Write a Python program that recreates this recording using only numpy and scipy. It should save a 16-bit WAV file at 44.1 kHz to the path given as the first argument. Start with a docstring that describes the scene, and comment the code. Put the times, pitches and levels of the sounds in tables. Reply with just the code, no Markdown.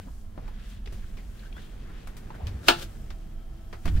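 """Opening a fridge in a van

A small fridge door is pulled and thuds against its catch. The latch snaps free, and the impact excites
the modes of latch and panel; the rubber seal peels off and the fridge's hum grows louder. Friction
makes clothes rustle and plastic squeak, and small knocks sound over the cabin's low rumble and hiss.
Last, a hand bumps the microphone."""
import sys
import numpy as np
from scipy import signal
from scipy.fft import rfft, irfft
from scipy.io import wavfile

SR = 44100
rng = np.random.default_rng(int(sys.argv[2]) if len(sys.argv) > 2 else 0)


def wav_record(signal):
    """Record a signal, one row per channel, as 16-bit PCM in the file named by sys.argv[1]."""
    frames = np.transpose(np.atleast_2d(signal))
    bounded = np.clip(frames, -1, 1)
    # unit amplitude maps onto the largest positive 16-bit level
    quanta = np.round(bounded * 32767).astype(np.int16)
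    wavfile.write(sys.argv[1], SR, quanta)


N = 176400
T = np.arange(N) / SR
FREQS = np.maximum(np.arange(N // 2 + 1) * SR / N, 1)
SNAP_S = 2.6832  # the latch lets go


def latch_snap():
    """Impact excitation: sharp contacts set door and latch ringing, and the cabin reverberates."""
    # contacts of the slipping catch: start_s, level_db
    contacts = [(2.6833, -9.5), (2.6843, -11.5), (2.6871, -19.5), (2.69, -18.5)]
    # spectrum of the snap: frequency_hz, gain_db
    colour = [(90, -35), (170, -23), (250, -0.5), (340, -5.5), (520, -7.5), (700, -3), (1080, -8),
              (1400, -1.5), (1700, -6), (1980, -15.5), (2250, -8.5), (2600, -5), (3200, -4), (4700, -9.5),
              (5900, -18), (9000, -19.5), (12000, -31), (15000, -22.5)]
    # damping of the densely overlapping modes: frequency_hz, t60_s
    damping = [(150, 0.2), (400, 0.12), (1000, 0.15), (3000, .13), (7000, .12), (15000, .11)]
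    crack = coloured(white(), colour) * sum(undb(db) * strike(s, 0, t60=0.011) for s, db in contacts)
    ring_spectrum = rfft(coloured(white(), colour))
    log_centres = np.log(np.array(damping)[:, 0])
    ring, rise_s = 0, 0.0011
    for (_, t60), selector in zip(damping, np.eye(len(damping))):
        share = np.interp(np.log(FREQS), log_centres, selector)  # overlapping triangular bands
        ring = ring + irfft(ring_spectrum * share, N) * strike(SNAP_S, rise_s, t60)
    tail = coloured(white(), colour) * strike(SNAP_S, rise=.015, t60=0.29)
    bolt_tick = shaped(white(), band(9700, 28000)) * strike(2.6845, 0, t60=0.0032)  # bolt hits its stop
    return crack + undb(-8.5) * bolt_tick + undb(-10.5) * ring + door_modes(rise_s) + undb(-25.5) * tail


def door_modes(rise_s):
    """Free vibration: each mode of the struck panel and latch is a damped sinusoid."""
    # modes of the door panel: pitch_hz, level_db, t60_s
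    panel = [(256, -25, 0.12), (345, -23.5, 0.28), (404, -25.5, 0.18), (600, -22, 0.11), (704, -19, 0.16),
             (854.5, -19.5, 0.21), (941, -21, 0.14), (1202, -19, .13), (1370, -18, 0.11), (1450, -19, .1),
             (1650, -19.5, 0.1), (1742, -24.5, 0.14)]
    # modes of the latch: pitch_hz, level_db, t60_s
    latch = [(1530, -13, 0.017), (2530, -20, 0.1), (2730, -21, .12), (2920, -23.5, 0.11),
             (3020, -16.5, 0.1), (3310, -23.5, .11), (3791, -22.5, 0.12), (4293, -28, 0.13),
             (4870, -19, 0.032)]
    return direct(sum((-1) ** k * undb(db) * damped_sine(hz, SNAP_S, rise_s, t60)
                      for k, (hz, db, t60) in enumerate(panel + latch)))


def door_thuds():
    """Damped oscillation: each jolt of the pulled door sounds one low, dying tone."""
    # jolts of the door: start_s, level_db, pitch_hz, t60_s
    thuds = [(2.429, -20, 69.5, 0.16), (2.461, -27, 94.4, 0.41), (2.54, -25.5, 64.3, 0.23),
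             (2.762, -32, 146, 0.14), (2.852, -47.5, 89, 0.33)]
    return direct(sum(undb(db) * damped_sine(hz, s, 0.0063, t60) for s, db, hz, t60 in thuds))


def seal_peel():
    """Adhesive failure: the rubber leaves the frame in many tiny releases that merge into a crackle."""
    # surges of peeling: peak_s, level_db, swell_s, t60_s
    surges = [(2.645, -52.5, 0.016, 0.17), (2.681, -31.5, 0.009, .04), (2.795, -46, 0.038, 0.072),
              (2.828, -37.5, 0.023, 0.12)]
    # spectrum of the peeling rubber: frequency_hz, gain_db
    colour = [(200, 0.5), (650, 0), (950, -13), (1400, 0.5), (2100, -8), (3000, -3.5), (5000, -7),
              (9000, -13.5), (15500, -16.5)]
    return coloured(grains(per_s=6200, spread_db=1.5), colour) * swells(surges)


def handling_clicks():
    """Impulse response: each small knock is a short tick followed by a ring in the cabin."""
    # knocks: start_s, bass_db, middle_db, treble_db, top_db, rise_s, t60_s
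    knocks = [(0.376, -39, -54, -66, -73, 0.0029, 0.14), (0.478, -58, -50, -58.5, -64, 0.002, 0.14),
              (0.858, -53, -54.5, -49.5, -62, 0.0023, 0.089), (0.873, -49, -53, -57, -72, 0.0018, 0.087),
              (0.923, -47.5, -53, -53, -55.5, 0.0043, 0.22), (1.170, -49.5, -56, -57.5, -65, 0.0024, 0.32),
              (1.564, -50, -63, -62, -64, 0.003, 0.32), (2.072, -63, -46.5, -54.5, -52.5, 0.002, 0.14),
              (2.167, -62, -55, -53.5, -51.5, 0.0025, 0.19), (2.303, -47.5, -51, -61, -72, 0.0016, 0.13),
              (2.348, -49.5, -51, -61, -62, 0.0065, 0.18),
              (2.4693, -47.5, -44.5, -42.5, -52.5, 0.00088, 0.12),
              (3.103, -48.5, -44.5, -47.5, -60.5, 0.0027, 0.1), (3.727, -41, -40, -49, -58, 0.0051, 0.15),
              (3.855, -34, -36, -43, -45, 0.0035, 0.099)]
    edges_hz = [130, 700, 2200, 5500, 16000]
    bands = [shaped(white(), band(lo, hi) * FREQS ** -.4) for lo, hi in zip(edges_hz, edges_hz[1:])]
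    out = 0
    for s, *band_db, rise, t60 in knocks:
        tick = 1.06 * strike(s, rise / 4, t60=0.013)
        noise = sum(undb(db) * part for db, part in zip(band_db, bands))
        out = out + (tick + strike(s, rise, t60)) * noise
    return undb(-1) * out


def clothes_rustle():
    """Sliding friction: cloth catches and slips in fine grains, each band flickering on its own."""
    # spectrum of rubbing cloth: frequency_hz, gain_db
    colour = [(200, -5.5), (500, -1), (950, -6.5), (1600, 3), (2200, -2), (3200, -1.5), (5500, -10.5),
              (9000, -17.5), (15500, -26)]
    # strength of the rustle: time_s, level_db
    levels = [(0, -59), (.27, -79), (.42, -64), (.72, -57), (.82, -70), (.96, -59.5), (1.14, -63),
              (1.28, -65.5), (1.47, -56.5), (1.51, -67), (1.62, -58.5), (1.8, -62), (1.99, -59),
              (2.13, -63), (2.27, -62), (2.39, -65.5), (2.5, -58.5), (2.95, -62.5), (3.2, -67), (3.7, -69),
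              (4, -74)]
    # scrapes of cloth and skin: peak_s, level_db, swell_s, t60_s
    scrapes = [(3.882, -40, 0.015, 0.1), (3.975, -47.5, 0.017, 0.1)]
    rub = rfft(coloured(grains(per_s=4400, spread_db=3.7), colour))
    edges_hz = np.geomspace(150, 16000, 8)
    cloth = sum(irfft(rub * band(lo, hi) ** 2, N) * flicker() for lo, hi in zip(edges_hz, edges_hz[1:]))
    return cloth * (curve(levels) + swells(scrapes))


def body_shuffle():
    """Friction noise: a low shuffle swells and fades as the body turns and bends down."""
    # spectrum of the shuffle: frequency_hz, gain_db
    colour = [(50, -17.5), (130, 5), (220, -4), (400, -6), (700, -13.5), (1200, -18.5), (2500, -26),
              (6000, -47.5)]
    # strength of the movement: time_s, level_db
    levels = [(0, -74), (.25, -80), (.45, -49), (.78, -80), (.93, -58), (1.1, -60), (1.6, -53),
              (1.8, -52.5), (2.2, -51.5), (2.5, -44.5), (2.9, -54), (3.2, -58.5), (4, -69)]
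    return coloured(white(), colour) * curve(levels)


def scuffs():
    """Forced resonance: each scuff or tap of plastic and shoes drives one band of noise."""
    # rubs and taps: peak_s, level_db, centre_hz, half_width_hz, swell_s, t60_s
    rubs = [(.075, -42, 203, 45, 0.024, 0.14), (.085, -52, 825, 400, 0.019, 0.079),
            (0.378, -42, 740, 350, 0.0011, 0.12), (.482, -45, 910, 110, 0.003, 0.069),
            (.72, -60, 3200, 900, 0.083, 0.5), (.861, -48, 2680, 600, .001, 0.03),
            (0.875, -47.5, 2630, 500, .001, 0.042), (0.879, -48, 320, 150, 0.017, 0.15),
            (.928, -46, 290, 170, .003, .16), (1.036, -55, 1750, 400, 0.01, 0.1),
            (1.173, -51.5, 2160, 450, .001, 0.18), (1.395, -53.5, 4270, 300, .002, 0.037),
            (1.436, -53.5, 1560, 250, .012, .06), (1.527, -46.5, 3000, 700, 0.00091, 0.03),
            (1.566, -43.5, 1510, 280, .001, 0.04), (1.581, -44.5, 1560, 330, 0.0032, 0.084),
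            (1.6, -58, 3200, 800, 0.036, 0.58), (1.89, -56.5, 1450, 704, 0.034, 0.63),
            (1.99, -59.5, 2490, 900, 0.054, .25), (2.305, -43.5, 874, 170, .001, 0.09),
            (2.344, -51, 1500, 250, .005, 0.098), (2.412, -45, 770, 150, 0.017, 0.11),
            (2.615, -59, 1335, 249, .005, .07), (3.859, -33, 256, 90, .003, .15),
            (3.861, -37.5, 710, 139, .003, 0.13)]
    return sum(resonance(hz, width) * swells([(s, db, up, t60)]) for s, db, hz, width, up, t60 in rubs)


def microphone_bump():
    """Structure-borne sound: a hand shifts its grip and sends a deep rumble into the microphone."""
    # spectrum of the grip noise: frequency_hz, gain_db
    colour = [(15, -0.5), (30, 2), (46, -8), (62, -6.5), (95, -7.5), (128, -22.5), (180, -19), (235, -31.5),
              (300, -30.5), (380, -40.5), (1000, -51), (3000, -67)]
    start_s, rise_s = 3.848, 0.011
    return undb(-20) * coloured(white(), colour) * np.clip((T - start_s) / rise_s, 0, 1)


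def squeaks():
    """Stick-slip oscillation: rubbed plastic gives short rising tones of unsteady pitch."""
    # upward glides: start_s, length_s, level_db, start_hz, end_hz
    glides = [(1.445, 0.039, -54, 1490, 1614), (1.534, .06, -58, 3230, 3500), (1.61, .036, -64, 3450, 3600)]
    jitter_hz = 110 * wander(per_s=540, draws=N)
    out = 0
    for s, length, db, start_hz, end_hz in glides:
        progress = np.clip((T - s) / length, 0, 1)
        pitch_hz = start_hz + (end_hz - start_hz) * progress + jitter_hz
        phase = 2 * np.pi * np.cumsum(pitch_hz) / SR
        out = out + undb(db) * np.sqrt(2) * np.sin(np.pi * progress) * np.sin(phase)
    return direct(out)


def cabin_rumble():
    """Amplitude modulation: low noise in the cabin slowly rises and falls."""
    # spectrum ahead of the band-pass: frequency_hz, gain_db
    colour = [(11, -30), (18, 2), (40, 0), (55, -3), (70, -14.5), (91, -8), (114, -22.5), (140, -24),
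              (168, -25), (217, -17), (247, -25.5), (325, -34), (400, -24), (520, -61), (880, -120)]
    # strength of the rumble: time_s, level_db
    levels = [(0, -38.5), (1.15, -36), (1.45, -40), (2.6, -39), (3.2, -36.5), (4, -42.5)]
    return curve(levels) * shaped(white(), undb(at(colour, FREQS)) * band(5.3, 260))


def fridge_hum():
    """Transmission loss: the door muffles the hum until it opens; a thin whine flickers above."""
    # narrow bands of the hum: centre_hz, level_db, half_width_hz
    peaks = [(133, -56.5, 6.4), (223, -67.5, 5), (332, -62.5, 12.25), (658, -65, 13), (764, -67.5, 19),
             (1310, -73, 30), (3170, -75, 110)]
    # strength of the whine: time_s, level_db
    whine_levels = [(3.2, -87.5), (3.37, -76), (3.58, -82), (3.7, -73.5), (3.76, -85)]
    hum = sum(undb(db) * resonance(hz, width) for hz, db, width in peaks)
    door_gain = curve([(SNAP_S, -8), (SNAP_S + .2, 0)])
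    whine = curve(whine_levels) * flicker() * resonance(hz=11900, half_width=50)
    return hum * door_gain + whine


def air_and_hiss():
    """Broadband noise: a steady floor of air lies under a high hiss that comes and goes."""
    # spectrum of the cabin air: frequency_hz, gain_db
    air_colour = [(150, -9), (320, -5.5), (500, -7.5), (1000, -12.5), (2000, -22), (4000, -25.5),
                  (15000, -30.5)]
    # spectrum of the hiss: frequency_hz, gain_db
    hiss_colour = [(2000, -17.5), (5000, 2), (8000, 3), (11000, -1), (15000, -1.5)]
    # strength of the hiss: time_s, level_db
    hiss_levels = [(0, -65.5), (.22, -65), (.29, -81), (.6, -77), (.7, -58.5), (.83, -79), (.96, -64.5),
                   (1.15, -67), (1.38, -64), (1.52, -68.5), (1.65, -64), (1.82, -75), (2.0, -71),
                   (2.4, -69.5), (2.95, -62), (3.45, -76), (3.7, -71), (3.85, -62.5)]
    air = undb(-60) * coloured(white(), air_colour)
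    return air + curve(hiss_levels) * coloured(white(), hiss_colour)


def microphones(pair):
    """Sum and difference: a (direct, diffuse) pair becomes partly coherent left and right channels."""
    # likeness of the two channels: frequency_hz, correlation
    likeness = [(30, .975), (70, .99), (130, .95), (250, .82), (600, .55), (1400, .55), (3000, .4),
                (8000, .05)]
    # level of left over right: frequency_hz, difference_db
    balance = [(30, -2.6), (70, -.4), (250, .5), (600, 2), (2000, 1.6), (5000, 3), (14000, 2)]
    # phase of left ahead of right: frequency_hz, lead_rad
    lead = [(190, 0), (350, .5), (520, 1.5), (920, 2), (1350, .7), (2500, .2), (5000, 0)]
    common, diffuse = rfft(pair)
    side = np.array([[1], [-1]])
    correlation = at(likeness, FREQS)
    response = undb(side * at(balance, FREQS) / 2) * np.exp(1j * side * at(lead, FREQS) / 2)
    mix = common * np.sqrt((1 + correlation) / 2) + side * diffuse * np.sqrt((1 - correlation) / 2)
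    return irfft(response * mix, N)


def direct(x):
    """A coherent sound: all direct part, no diffuse part."""
    return np.array([x, np.zeros(N)])


def undb(db):
    """Decibels to amplitude ratio."""
    return 10 ** (np.asarray(db) / 20)


def at(points, hz):
    """Interpolate (frequency_hz, value) points on a logarithmic frequency axis."""
    frequencies, values = np.array(points).T
    return np.interp(np.log(hz), np.log(frequencies), values)


def curve(points):
    """Amplitude envelope through (time_s, level_db) points."""
    return undb(np.interp(T, *np.array(points).T))


def white():
    """Two uncorrelated white noises."""
    return rng.standard_normal((2, N))


def grains(per_s, spread_db, t60=.012):
    """Shot noise: tiny random bursts of uneven size add in power to form a rasp."""
    onsets = rng.random((2, N)) < per_s / SR
    sizes = onsets * undb(spread_db * np.minimum(rng.exponential(size=(2, N)), 4))
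    power_decay = np.exp(-2 * np.log(1000) / (t60 * SR))
    return white() * np.sqrt(signal.lfilter([1], [1, -power_decay], sizes ** 2))


def shaped(x, gain):
    """Linear filtering by a gain at each frequency; rms 1."""
    y = irfft(rfft(x) * gain, N)
    return y / np.sqrt(np.mean(y ** 2))


def coloured(x, points):
    """Spectral shaping by (frequency_hz, gain_db) points; rms 1."""
    return shaped(x, undb(at(points, FREQS)))


def band(lo, hi):
    """Magnitude response of a band-pass with fifth-order slopes."""
    return 1 / np.sqrt((1 + (lo / FREQS) ** 10) * (1 + (FREQS / hi) ** 10))


def resonance(hz, half_width):
    """Narrow-band noise around one resonant peak; rms 1."""
    return shaped(white(), 1 / (1 + ((FREQS - hz) / half_width) ** 2))


def strike(start, rise, t60):
    """Impact envelope: linear rise, exponential decay."""
    age = np.maximum(T - start, 0)
    return np.minimum(age / max(rise, 1 / SR), 1) * np.exp(-np.log(1000) * age / t60)


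def damped_sine(hz, start, rise, t60):
    """Free decay of one struck mode."""
    return np.sin(2 * np.pi * hz * (T - start)) * strike(start, rise, t60)


def swells(rows):
    """Envelope of rubs that grow and decay exponentially about their peaks."""
    return sum(undb(db) * np.exp(-np.maximum(s - T, 0) / up - np.log(1000) * np.maximum(T - s, 0) / t60)
               for s, db, up, t60 in rows)


def wander(per_s, draws=1000):
    """Random drift: straight lines between evenly spaced, normally distributed values."""
    knots = np.arange(0, N / SR + 1, 1 / per_s)
    return np.interp(T, knots, rng.standard_normal(draws)[:len(knots)])


def flicker(depth_db=2):
    """Random amplitude modulation: a gain that wavers quickly."""
    return undb(depth_db * wander(per_s=22))


def scene():
    """Superposition: all sources in the van add at two microphones."""
    door = latch_snap() + door_thuds() + seal_peel()
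    handling = handling_clicks() + clothes_rustle() + body_shuffle() + scuffs()
    handling += microphone_bump() + squeaks()
    background = cabin_rumble() + fridge_hum() + air_and_hiss()
    return microphones(door + handling + background)


def record(dry, cutoff_hz=15700):
    """Saturation and band limiting: peaks stop at full scale and a steep low-pass cuts the top."""
    low_pass = signal.ellip(10, .1, 80, cutoff_hz, fs=SR, output="sos")
    return signal.sosfilt(low_pass, np.clip(dry, -1, 1))


dry = scene()
out = record(dry)
wav_record(out)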